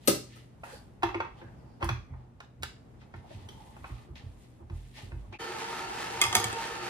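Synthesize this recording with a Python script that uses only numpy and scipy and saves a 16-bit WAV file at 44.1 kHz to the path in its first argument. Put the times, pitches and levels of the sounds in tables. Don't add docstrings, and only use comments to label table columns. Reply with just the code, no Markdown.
import sys
import numpy as np
from scipy import signal
from scipy.fft import rfft, irfft, next_fast_len
from scipy.io import wavfile
from scipy.ndimage import uniform_filter1d

SR = 44100
rng = np.random.default_rng(int(sys.argv[2]) if len(sys.argv) > 2 else 0)


def file_out(sig):
    cols = np.atleast_2d(sig).T
    lim = np.clip(cols, -1, 1)
    pcm = np.round(lim * 32767).astype(np.int16)
    wavfile.write(sys.argv[1], SR, pcm)


def to_linear_factor(level_db):
    exponent = np.asarray(level_db, float) / 20
    return 10 ** exponent


N = 303893
T = np.arange(N) / SR
CHANGE_S, FADE_OUT_S, FADE_IN_S = 5.386, 0.03, 0.022

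# f/Hz, level/dB per Hz
AIR = [(30, -3), (145, -8.5), (239, -10.5), (500, -20), (780, -22.5), (1000, -27), (4530, -46.5),
       (16000, -51)]
AIR_DB = -53
# f/Hz, level/dB
HUM = [(123.4, -60.5), (226.3, -72.5), (59.7, -71)]
# loudest t/s, swell t/s, fade t/s, level/dB, treble over it/dB
SLIDES = [(.06, 0.1, 0.22, -62, -0.5), (.35, 0.14, 0.21, -60, -6), (.64, .007, 0.28, -57.5, -1),
          (.75, 0.15, 0.084, -59, 1), (1.39, 0.067, 0.19, -65.5, -11), (1.816, 0.023, .05, -61, -10),
          (2.19, 0.067, 0.17, -76, -20), (2.44, 0.064, 0.04, -68, -9), (3.016, .03, 0.077, -64.5, -27),
          (3.17, 0.066, 0.097, -65.5, -13), (3.33, 0.12, 0.27, -59, -9.5), (3.5, 0.025, 0.22, -66.5, -4),
          (3.68, 0.64, 0.35, -66.5, -1), (3.88, 0.17, 0.26, -63.5, -0.5), (4.01, 0.34, 0.11, -63, -13),
          (4.157, 0.0053, 0.13, -52.5, -16), (4.25, 0.065, 0.11, -68, -7), (4.44, 0.36, 0.28, -69.5, 0),
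          (4.78, 0.13, 1, -66.5, -1), (4.983, 0.052, 0.13, -49, -10.5), (5.06, .05, 0.13, -66, -11),
          (5.222, 0.15, 0.031, -70.5, -37.5), (5.328, 0.0075, 0.084, -55.5, -21)]
# loudest t/s, swell t/s, fade t/s, level/dB
RUBS = [(.05, 0.044, 0.11, -65), (.34, 0.11, 0.18, -77), (.64, 0.0068, 0.25, -51), (1.41, 0.15, 0.21, -57),
        (1.69, 0.26, 0.13, -64.5), (1.822, .022, 0.07, -38.5), (2.16, 0.14, .25, -61),
        (2.45, 0.11, 0.11, -65), (3.02, .05, .15, -70.5), (3.28, 0.23, 0.08, -66), (3.5, 0.96, 0.53, -65),
        (3.767, 0.011, 0.036, -52), (3.9, 0.54, 0.45, -60.5), (4.2, 0.046, 0.21, -63),
        (4.606, 0.022, 0.089, -58.5), (4.72, .05, 0.16, -61), (4.984, 0.039, 0.18, -54.5),
        (5.116, 0.0092, .1, -60), (5.25, 0.038, 0.1, -63), (5.345, 0.048, 0.058, -51.5)]
# f/Hz, width/Hz, level/dB
HAND_ON_KETTLE = [(842, 58, 5), (1235, 35, 8), (1790, 36, 6), (2035, 59, 10), (2514, 30, -15),
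                  (3280, 64, 6)]
STROKE_DB, STROKE_BEND = 22.5, 1.3

# t/s, shell peak level/dB, hollow boom peak level/dB, hardness/dB per octave
LID = [
    (0.0745, -27.5, -24, 5.5),
    (0.0795, -23.5, -12, 3.5),
    (0.359, -54, -55, 1.5),
]
# f/Hz, level/dB, t60/s
LID_MODES = [(208, -15, 0.038), (270.7, -8.5, 0.034), (321.4, -6.5, 0.043), (373, -17, 0.044),
             (559, -20.5, 0.032), (800, -26.5, 0.092), (1283, -25.5, 0.093), (2750, -28, 0.044),
             (4236, -32, 0.045), (5140, -29.5, 0.045), (8330, -30, 0.023)]
# t/s, peak level/dB, pitch/octaves above the lowest boom
THUDS = [(0.081, -28, 2.24), (0.586, -61.5, 0.18), (1.032, -39, 0.69), (1.152, -46.5, 1.1),
         (1.202, -55, .05), (1.444, -52.5, 1.1), (1.828, -30.5, 0.26), (1.851, -39.5, 1.06),
         (1.896, -32.5, 0.9), (2.106, -40.5, 0.63), (2.327, -59, 0.69), (2.601, -45.5, 0.52),
         (3.144, -45, 0.4), (3.346, -46, 0.92), (3.44, -51, 0.91), (3.502, -50, 0.37), (3.807, -47.5, 0.2),
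         (3.903, -38.5, 0.6), (4.097, -44.5, 0.25), (4.233, -42.5, 0.62), (4.615, -47, 0.45),
         (4.704, -35, 0.24), (5.028, -43.5, 0.32), (5.124, -35, 0.21), (5.268, -49, 1.05),
         (6.248, -42.5, 0.85), (6.356, -35, 1.52), (6.447, -40.5, 1.17)]
# f/Hz, t60/s
BOOM = [(55, 0.46), (79, 0.21), (116, 0.33), (200, 0.092)]
PUSH_DB_PER_OCT = 13
# loudest t/s, swell t/s, fade t/s, level/dB, f/Hz
SQUEAKS = [(.365, 0.027, .15, -66.5, 1960), (.65, 0.014, 0.2, -53, 1570), (.74, 0.027, .04, -50.5, 520),
           (.76, .08, .1, -60, 4530), (1.4, .08, 0.07, -67, 3300), (1.43, .04, .08, -59, 523),
           (1.49, 0.11, 0.084, -61, 1620), (1.7, .3, .25, -77, 4800), (2.12, .15, 0.092, -73, 2030),
           (3.245, 0.0074, .05, -55.5, 750), (3.31, 0.0083, 0.043, -52, 590), (3.5, .012, 0.51, -70, 3200),
           (3.55, .5, .6, -59.5, 876), (3.8, 0.34, 0.17, -71, 1920), (3.95, .2, 0.29, -62, 1185),
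           (4.17, .02, .15, -71, 3300), (4.98, .04, 0.1, -57, 2060), (5.05, 0.058, 0.07, -60, 380),
           (5.34, 0.018, 0.076, -51.5, 2400)]
SQUEAK_Q = 6
# t/s, shell peak level/dB, hollow boom peak level/dB, hardness/dB per octave
BASE = [(0.634, -33.5, -55.5, -13), (1.023, -29, -62, -8.5), (1.031, -13.5, -24, -8), (1.037, -28, -34, -4),
        (1.089, -35, -61, -6), (1.144, -22, -62, -10), (1.151, -42, -25.5, -4), (1.202, -21, -69, -10),
        (1.248, -36.5, -70, -11), (1.415, -39.5, -44.5, -12.5), (1.826, -18.5, -30, -8.5),
        (1.808, -38, -60, -13), (1.819, -31, -60, -9), (1.843, -61, -60, 10), (1.847, -35.5, -42, -10),
        (1.89, -19, -35, -5.5), (2.137, -45.5, -59, -24), (3.016, -49, -65.5, -8),
        (3.139, -35.5, -48, -11.5), (3.305, -54, -51.5, -19), (3.765, -45, -52, -9), (3.842, -33, -66, -12),
        (3.895, -44.5, -48.5, -10), (4.085, -58.5, -48, -14), (4.155, -50, -74.5, -5.5),
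        (4.6, -64.5, -48, -7), (4.698, -42.5, -43, -6.5), (5.118, -42.5, -45.5, -10),
        (5.326, -43, -44.5, -13)]
# f/Hz, level/dB, t60/s
BASE_MODES = [(222, -3, 0.05), (351, 10, 0.058), (806, -8.5, 0.058), (921, -8, 0.071), (1206, -16, 0.043),
              (1432, -17, 0.034), (1888, -14.5, 0.043), (2083, -11.5, 0.056), (2600, -4, 0.04),
              (3340, -4, 0.043), (4000, -10, 0.032), (4870, -32, 0.016)]
# f/Hz, width/Hz, level/dB
STEEL = [(1192, 3.5, -3), (2050, 6.8, -7), (4800, 13, -18)]
# t/s, shell peak level/dB, hollow boom peak level/dB, hardness/dB per octave
HANDLE = [
    (2.403, -38.5, -59, -4),
    (2.624, -46, -56, 2.5),
    (2.632, -27.5, -52, 0.9),
]
# f/Hz, level/dB, t60/s
HANDLE_MODES = [(387, -10, 0.041), (824, -10, 0.12), (910, -11.5, 0.054), (1420, -6, .05),
                (1580, 0.5, 0.047), (1694, 1.5, 0.043), (2910, -8.5, 0.054), (3820, -5, 0.029),
                (4510, -7, 0.027), (7060, -2, 0.03), (8120, 3, 0.031)]
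# t/s, shell peak level/dB, hollow boom peak level/dB, hardness/dB per octave
SWITCH = [
    (3.488, -48, -50.5, 1.5),
]
# f/Hz, level/dB, t60/s
SWITCH_MODES = [(380, -10, 0.039), (3200, 7, 0.04), (3300, 3, 0.036), (3000, -6, .03), (4630, -4, 0.02)]

# f/Hz, width/Hz, level/dB
KETTLE = [(356.5, 14.5, -6), (464.5, 13, -3), (580, 85, -23), (785, 41, -8.5), (915.5, 18.7, 0),
          (1263, 50, -10), (1387, 44.5, -13), (1510, 32, -23), (1777, 16.6, -7.5), (2570, 31, -19),
          (2707, 40, -17.5), (3110, 23, -19), (4540, 57, -19)]
# f/Hz, level/dB per Hz
STEAM = [(88, -54), (150, -15.5), (466, -17), (1760, -12), (10000, -27.5), (11700, -37.5), (13700, -32.5),
         (16000, -84)]
# t/s, level/dB
BOIL = [
    (5.391, -40.5),
    (5.6, -39.5),
    (5.9, -40),
    (6.15, -39),
    (6.5, -37.5),
    (6.89, -39),
]
DRIFT, FLICKER_DB = 0.007, 3
# t/s, shell peak level/dB, hollow boom peak level/dB, hardness/dB per octave
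DRIPPER = [
    (6.2105, -33, -56, -2),
    (6.2148, -24.5, -36, 5.5),
    (6.22, -24, -46, 1.5),
    (6.2375, -23.5, -42, 1.5),
    (6.252, -29, -48, -1),
    (6.264, -37, -44, 3.5),
]
# f/Hz, level/dB, t60/s
DRIPPER_MODES = [(360, -10, 0.022), (930, -22, .04), (1195, -8.5, 0.037), (2110, -9.5, 0.043),
                 (2550, -18, 0.07), (3300, -11, 0.029), (4990, -14, 0.02), (6320, -11, 0.019),
                 (8230, -11, 0.028), (10300, -12.5, 0.019), (13560, -21, 0.013)]
# t/s, shell peak level/dB, hollow boom peak level/dB, hardness/dB per octave
SEATING = [(6.327, -25.5, -39, 0.5), (6.335, -31, -52, -1), (6.347, -29.5, -34, -0.5),
           (6.3515, -20.5, -35, 5), (6.357, -22.5, -37, -11), (6.366, -25, -37.5, 3), (6.376, -31, -40, -1),
           (6.399, -38.5, -34.5, 4.5), (6.43, -43, -38, -10), (6.441, -29.5, -48, 4), (6.45, -50, -48, -1),
           (6.528, -42.5, -35, 4.5), (6.538, -45, -57, -4)]
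# f/Hz, level/dB, t60/s
SEATING_MODES = [(362, -10, 0.02), (741, -8.5, 0.049), (920, -11, 0.025), (1200, -10.5, 0.049),
                 (1854, -14, 0.032), (2190, -16, 0.042), (3300, -11.5, 0.022), (4890, -16, 0.015),
                 (6500, -15.5, 0.04), (7960, -10, 0.021), (9800, -13.5, .014), (13500, -20, 0.013)]

KNOCK_HZ = (1000, 3200, 8500)
# f/Hz, likeness/-1..1
LIKENESS = [(60, 0.68), (290, .78), (640, 0.095), (1400, .05), (3000, 0.18), (15000, -0.55)]
# f/Hz, t60/s
ROOM = [(100, 0.38), (400, 0.31), (1500, 0.32), (5000, 0.37), (12000, 0.26)]
# band number (each 689 Hz wide), share of moments kept in mid, in side
PATCHY = [(14, 1, .4), (15, 1, .45), (16, .22, 1), (17, .04, 1), (18, 1, .7), (19, 1, .03), (20, .8, .6),
          (21, 0, .6), (22, 0, .12), (23, 0, 0)]


def on_log(hz, table):
    f, v = np.transpose(table)
    return np.interp(np.log(np.maximum(hz, 1)), np.log(f), v)


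def shape(x, gain):
    size = next_fast_len(x.shape[-1])
    hz = np.arange(size // 2 + 1) * SR / size
    return irfft(rfft(x, size) * gain(hz), size)[..., :x.shape[-1]]


def level(x, db):
    return x * to_linear_factor(db) / np.sqrt(np.mean(x ** 2))


def add(out, x, s):
    i = int(s * SR)
    out[..., i:i + x.shape[-1]] += x[..., :out.shape[-1] - i]


def walk(rate, size=N):
    hold = int(SR / rate)
    steps = np.repeat(rng.standard_normal(size // hold + 1), hold)
    return 1.3 * uniform_filter1d(uniform_filter1d(steps, hold), hold)[:size]


def grains(rate, scatter_db, size=N):
    out = np.zeros((2, size))
    where = rng.random((2, size)) < rate / SR
    count = where.sum()
    tick_size = to_linear_factor(-scatter_db * np.log(0.003 + rng.random(count)))
    out[where] = tick_size * rng.standard_normal(count)
    return out


def resonate(x, peaks):
    def gain(f):
        total = 0
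        for k, (hz, width_hz, db) in enumerate(peaks):
            total = total + (-1) ** k * to_linear_factor(db) / (1 + 1j * (f * f - hz * hz) / (width_hz * f + 1e-9))
        return total
    return shape(x, gain)


def sing(x, hz, width_hz):
    wandering_hz = hz * (1 + DRIFT * walk(7.6, size=x.shape[-1]))
    turn = np.exp(2j * np.pi * np.cumsum(wandering_hz) / SR)
    pole = np.exp(-np.pi * width_hz / SR)
    return 2 * (signal.lfilter([1 - pole], [1, -pole], x / turn) * turn).real


def strokes(rows):
    power = np.zeros(N)
    for s, swell_s, fade_s, db in rows:
        t = T[:int(4 * (swell_s + fade_s) * SR)] - 4 * swell_s
        away = np.abs(t) / np.where(t < 0, swell_s, fade_s)
        stroke = to_linear_factor(2 * (db - STROKE_DB * away ** STROKE_BEND))
        start = max(s - 4 * swell_s, 0)
        add(power, stroke[int((start - s - t[0]) * SR):], start)
    return np.sqrt(power)


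def knocks(table, modes, crack_db, crack_s, damp, flutter, bite_db):
    out, t = np.zeros(N), T[:6144]
    lead = 400
    hz, db, t60 = np.transpose(modes)[:, :, None]
    body = hz[:, 0] < 600
    for s, shell_db, low_db, hard_db in table:
        luck = rng.standard_normal((2, len(modes), 1))
        loudness = to_linear_factor(db - db[~body].max() + 2.5 * luck[0])
        ring = loudness * np.sin(2 * np.pi * hz * (1 + 0.012 * luck[1]) * t)
        chatter = uniform_filter1d(rng.standard_normal(ring.shape), 60)
        ring[~body] *= 1 + flutter * chatter[~body]
        ring = ring * (1 - np.exp(-t * hz / 3.2)) ** 2 * 1000. ** (-t / (damp * t60))
        boom = ring[body].sum(0)
        add(out, boom * to_linear_factor(low_db) / np.abs(boom).max(), s)
        fade = np.exp(-t / crack_s) + to_linear_factor(-22) * np.exp(-t / 0.018)
        fade = fade * np.minimum(t / 0.00061, 1)
        crack = to_linear_factor(crack_db) * fade * rng.standard_normal(len(t))
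        blow = np.roll(ring[~body].sum(0) + crack, lead)
        peaks_db = shell_db + hard_db * np.log2(np.divide(KNOCK_HZ, KNOCK_HZ[0])) + [0, bite_db, 0]
        for k, peak_db in enumerate(peaks_db):
            share = list(zip(KNOCK_HZ, np.arange(3) == k))
            band = shape(blow, lambda f: on_log(f, share) * f ** 2 / (f ** 2 + 550 ** 2))
            add(out, band * to_linear_factor(peak_db) / np.abs(band).max(), s - lead / SR)
    return out


def spread(pair):
    mid = shape(pair[0], lambda f: np.sqrt(1 + np.clip(on_log(f, LIKENESS), -1, 1)))
    side = shape(pair[1], lambda f: np.sqrt(1 - np.clip(on_log(f, LIKENESS), -1, 1)))
    return np.array([mid + side, mid - side]) / np.sqrt(2)


def ports(x, lag, pan_db):
    return np.array([np.roll(x, lag) * to_linear_factor(pan_db / 2), x * to_linear_factor(-pan_db / 2)])


def room(x, wet_db):
    t, tail = T[:int(0.7 * SR)], 0
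    for k, (_, t60) in enumerate(ROOM):
        share = [(f, j == k) for j, (f, _) in enumerate(ROOM)]
        band = shape(rng.standard_normal((2, len(t))), lambda f: on_log(f, share))
        tail = tail + band * 1000. ** (-t / t60)
    tail = tail * np.minimum(t / 0.0018, 1)
    tail = spread(shape(tail, lambda f: 1 - 0.17 * np.exp(-np.log2(f / 360 + 1e-9) ** 2)))
    tail = tail / np.sqrt((tail ** 2).sum() / 2)
    return to_linear_factor(wet_db) * signal.fftconvolve(x[None], tail, axes=1)[:, :N]


def fridge():
    air = shape(spread(rng.standard_normal((2, N))), lambda f: to_linear_factor(on_log(f, AIR)))
    air = level(air, AIR_DB) * to_linear_factor(1.4 * walk(3.605))
    hum = 0
    for hz, db in HUM:
        wave = np.sin(2 * np.pi * hz * T + 1.7 * walk(5.1))
        hum = hum + to_linear_factor(db + 3.1 * walk(15)) * np.sqrt(2) * wave
    return air + hum


def scuffs():
    cloth = strokes([row[:4] for row in SLIDES])
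    fine = strokes([(s, a, b, db + treble_db) for s, a, b, db, treble_db in SLIDES])
    palm = strokes(RUBS)
    out = 0
    for gain, hz, wide in ((cloth, 2800, 0.98), (fine, 9000, 0.9), (palm, 720, 0.85)):
        slips = grains(5000, 1.3) * to_linear_factor(1.3 * walk(45))
        slips = slips + resonate(slips, HAND_ON_KETTLE)
        band = shape(slips, lambda f: np.exp(-(np.log2(f / hz + 1e-9) / wide) ** 2))
        out = out + level(band, 0.59) * gain
    return spread(out)


def lid_knocks():
    return knocks(LID, LID_MODES, crack_db=1.0, crack_s=0.011, damp=0.7, flutter=4.5, bite_db=-4)


def thuds():
    out, t = np.zeros(N), T[:int(0.5 * SR)]
    for s, push_db, octave in THUDS:
        for hz, t60 in BOOM:
            db = push_db - PUSH_DB_PER_OCT * abs(np.log2(hz / BOOM[0][0]) - octave)
            swell = (1 - np.exp(-t / 0.0056)) * 1000. ** (-t / t60)
            wave = np.sin(2 * np.pi * hz * (1 + 0.12 * rng.standard_normal()) * t)
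            add(out, to_linear_factor(db + 5.5) * swell / swell.max() * wave, s)
    return out


def squeaks():
    out = np.zeros((2, N))
    for s, swell_s, fade_s, db, hz in SQUEAKS:
        t = T[:int(2 * (swell_s + fade_s) * SR)] - 2 * swell_s
        away = np.abs(t) / np.where(t < 0, swell_s, fade_s)
        gain = to_linear_factor(db - STROKE_DB * away ** STROKE_BEND + 2.7 * walk(39.2, size=len(t)))
        slips = sing(rng.standard_normal((2, len(t))), hz, hz / SQUEAK_Q)
        slips = sing(slips, hz, 2 * hz / SQUEAK_Q)
        add(out, level(slips, 0) * gain, s + t[0])
    return spread(out)


def base_knocks():
    base = knocks(BASE, BASE_MODES, crack_db=7, crack_s=0.0044, damp=0.73, flutter=4.5, bite_db=-0.7)
    switch = knocks(SWITCH, SWITCH_MODES, crack_db=1.5, crack_s=0.0026, damp=0.69, flutter=1.3, bite_db=7.0)
    both = base + switch
    return both + resonate(both, STEEL)


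def handle_knocks():
    return knocks(HANDLE, HANDLE_MODES, crack_db=4, crack_s=0.003, damp=0.66, flutter=3.5, bite_db=2.5)


def kettle():
    first = int(CHANGE_S * SR)
    size = N - first
    pops = grains(3500, 2.5, size=size) * to_linear_factor(0.79 * walk(30, size=size))
    shell = 0
    for k, (hz, width_hz, db) in enumerate(KETTLE):
        flicker = to_linear_factor(db + FLICKER_DB * walk(14.05, size=size))
        shell = shell + (-1) ** k * flicker * sing(pops, hz, width_hz)
    hiss = grains(6000, 0.78, size=size) * to_linear_factor(2.14 * walk(20, size=size))
    hiss = shape(hiss, lambda f: to_linear_factor(on_log(f, STEAM)))
    direct, around = level(shell, -2.2) + level(hiss, -4.0)
    heard = to_linear_factor(-1.5) * ports(direct, lag=-3.5, pan_db=-1.6)
    heard = heard + to_linear_factor(0.5) * spread([around, around[::-1]])
    s, db = np.transpose(BOIL)
    return np.pad(heard, ((0, 0), (first, 0))) * to_linear_factor(np.interp(T, s, db))


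def dripper_knocks():
    landing = knocks(DRIPPER, DRIPPER_MODES, crack_db=4, crack_s=0.00268, damp=1.0, flutter=1.6, bite_db=4)
    seating = knocks(SEATING, SEATING_MODES, crack_db=4, crack_s=0.0025, damp=1.0, flutter=2.5, bite_db=2.5)
    return landing + seating


def scene():
    boom = thuds()
    both = fridge() + ports(boom, lag=0, pan_db=-2.5) + room(boom, -9.5)

    lid, base, handle = lid_knocks(), base_knocks(), handle_knocks()
    before = scuffs() + ports(lid, lag=-15.5, pan_db=8) + squeaks()
    before = before + ports(base + handle, lag=9, pan_db=-2.0)
    before = before + room(to_linear_factor(1.05) * lid + to_linear_factor(-1.5) * base + to_linear_factor(-4.5) * handle, 0)

    dripper = dripper_knocks()
    after = kettle() + ports(dripper, lag=-5, pan_db=-2.5) + room(dripper, -5.5)

    fade_out = np.clip((CHANGE_S - T) / FADE_OUT_S, 0, 1)
    fade_in = np.clip((T - CHANGE_S) / FADE_IN_S, 0, 1)
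    return (before + both) * fade_out + (after + both) * fade_in


def patchy_treble(x):
    mid_side = np.array([x[0] + x[1], x[0] - x[1]]) / 2
    f, _, z = signal.stft(mid_side, SR, nperseg=2048, noverlap=1024)
    treble = (np.abs(z[:, f > 9000]) ** 2).sum((0, 1))
    attack = treble > 6 * np.roll(treble, 2)
    for band, *kept in PATCHY:
        keep = rng.random((2, len(treble))) < np.array(kept)[:, None]
        if band not in (17, 21):
            keep = keep | attack
        z[:, band * 32:band * 32 + 32] *= keep[:, None]
    mid, side = signal.istft(z, SR, nperseg=2048, noverlap=1024)[1][:, :N]
    return np.array([mid + side, mid - side])


def top_cut(x):
    return signal.sosfilt(signal.butter(12, 16490, fs=SR, output="sos"), x)


def record(dry):
    x = signal.sosfilt(signal.butter(6, 44, "high", fs=SR, output="sos"), dry)
    x = signal.sosfilt(signal.ellip(8, 0.2, 70, 16300, fs=SR, output="sos"), x)
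    x = signal.sosfilt(signal.butter(6, 14400, fs=SR, output="sos"), x)
    mix = patchy_treble(x)
    return top_cut(mix)


dry = scene()
out = record(dry)
file_out(out)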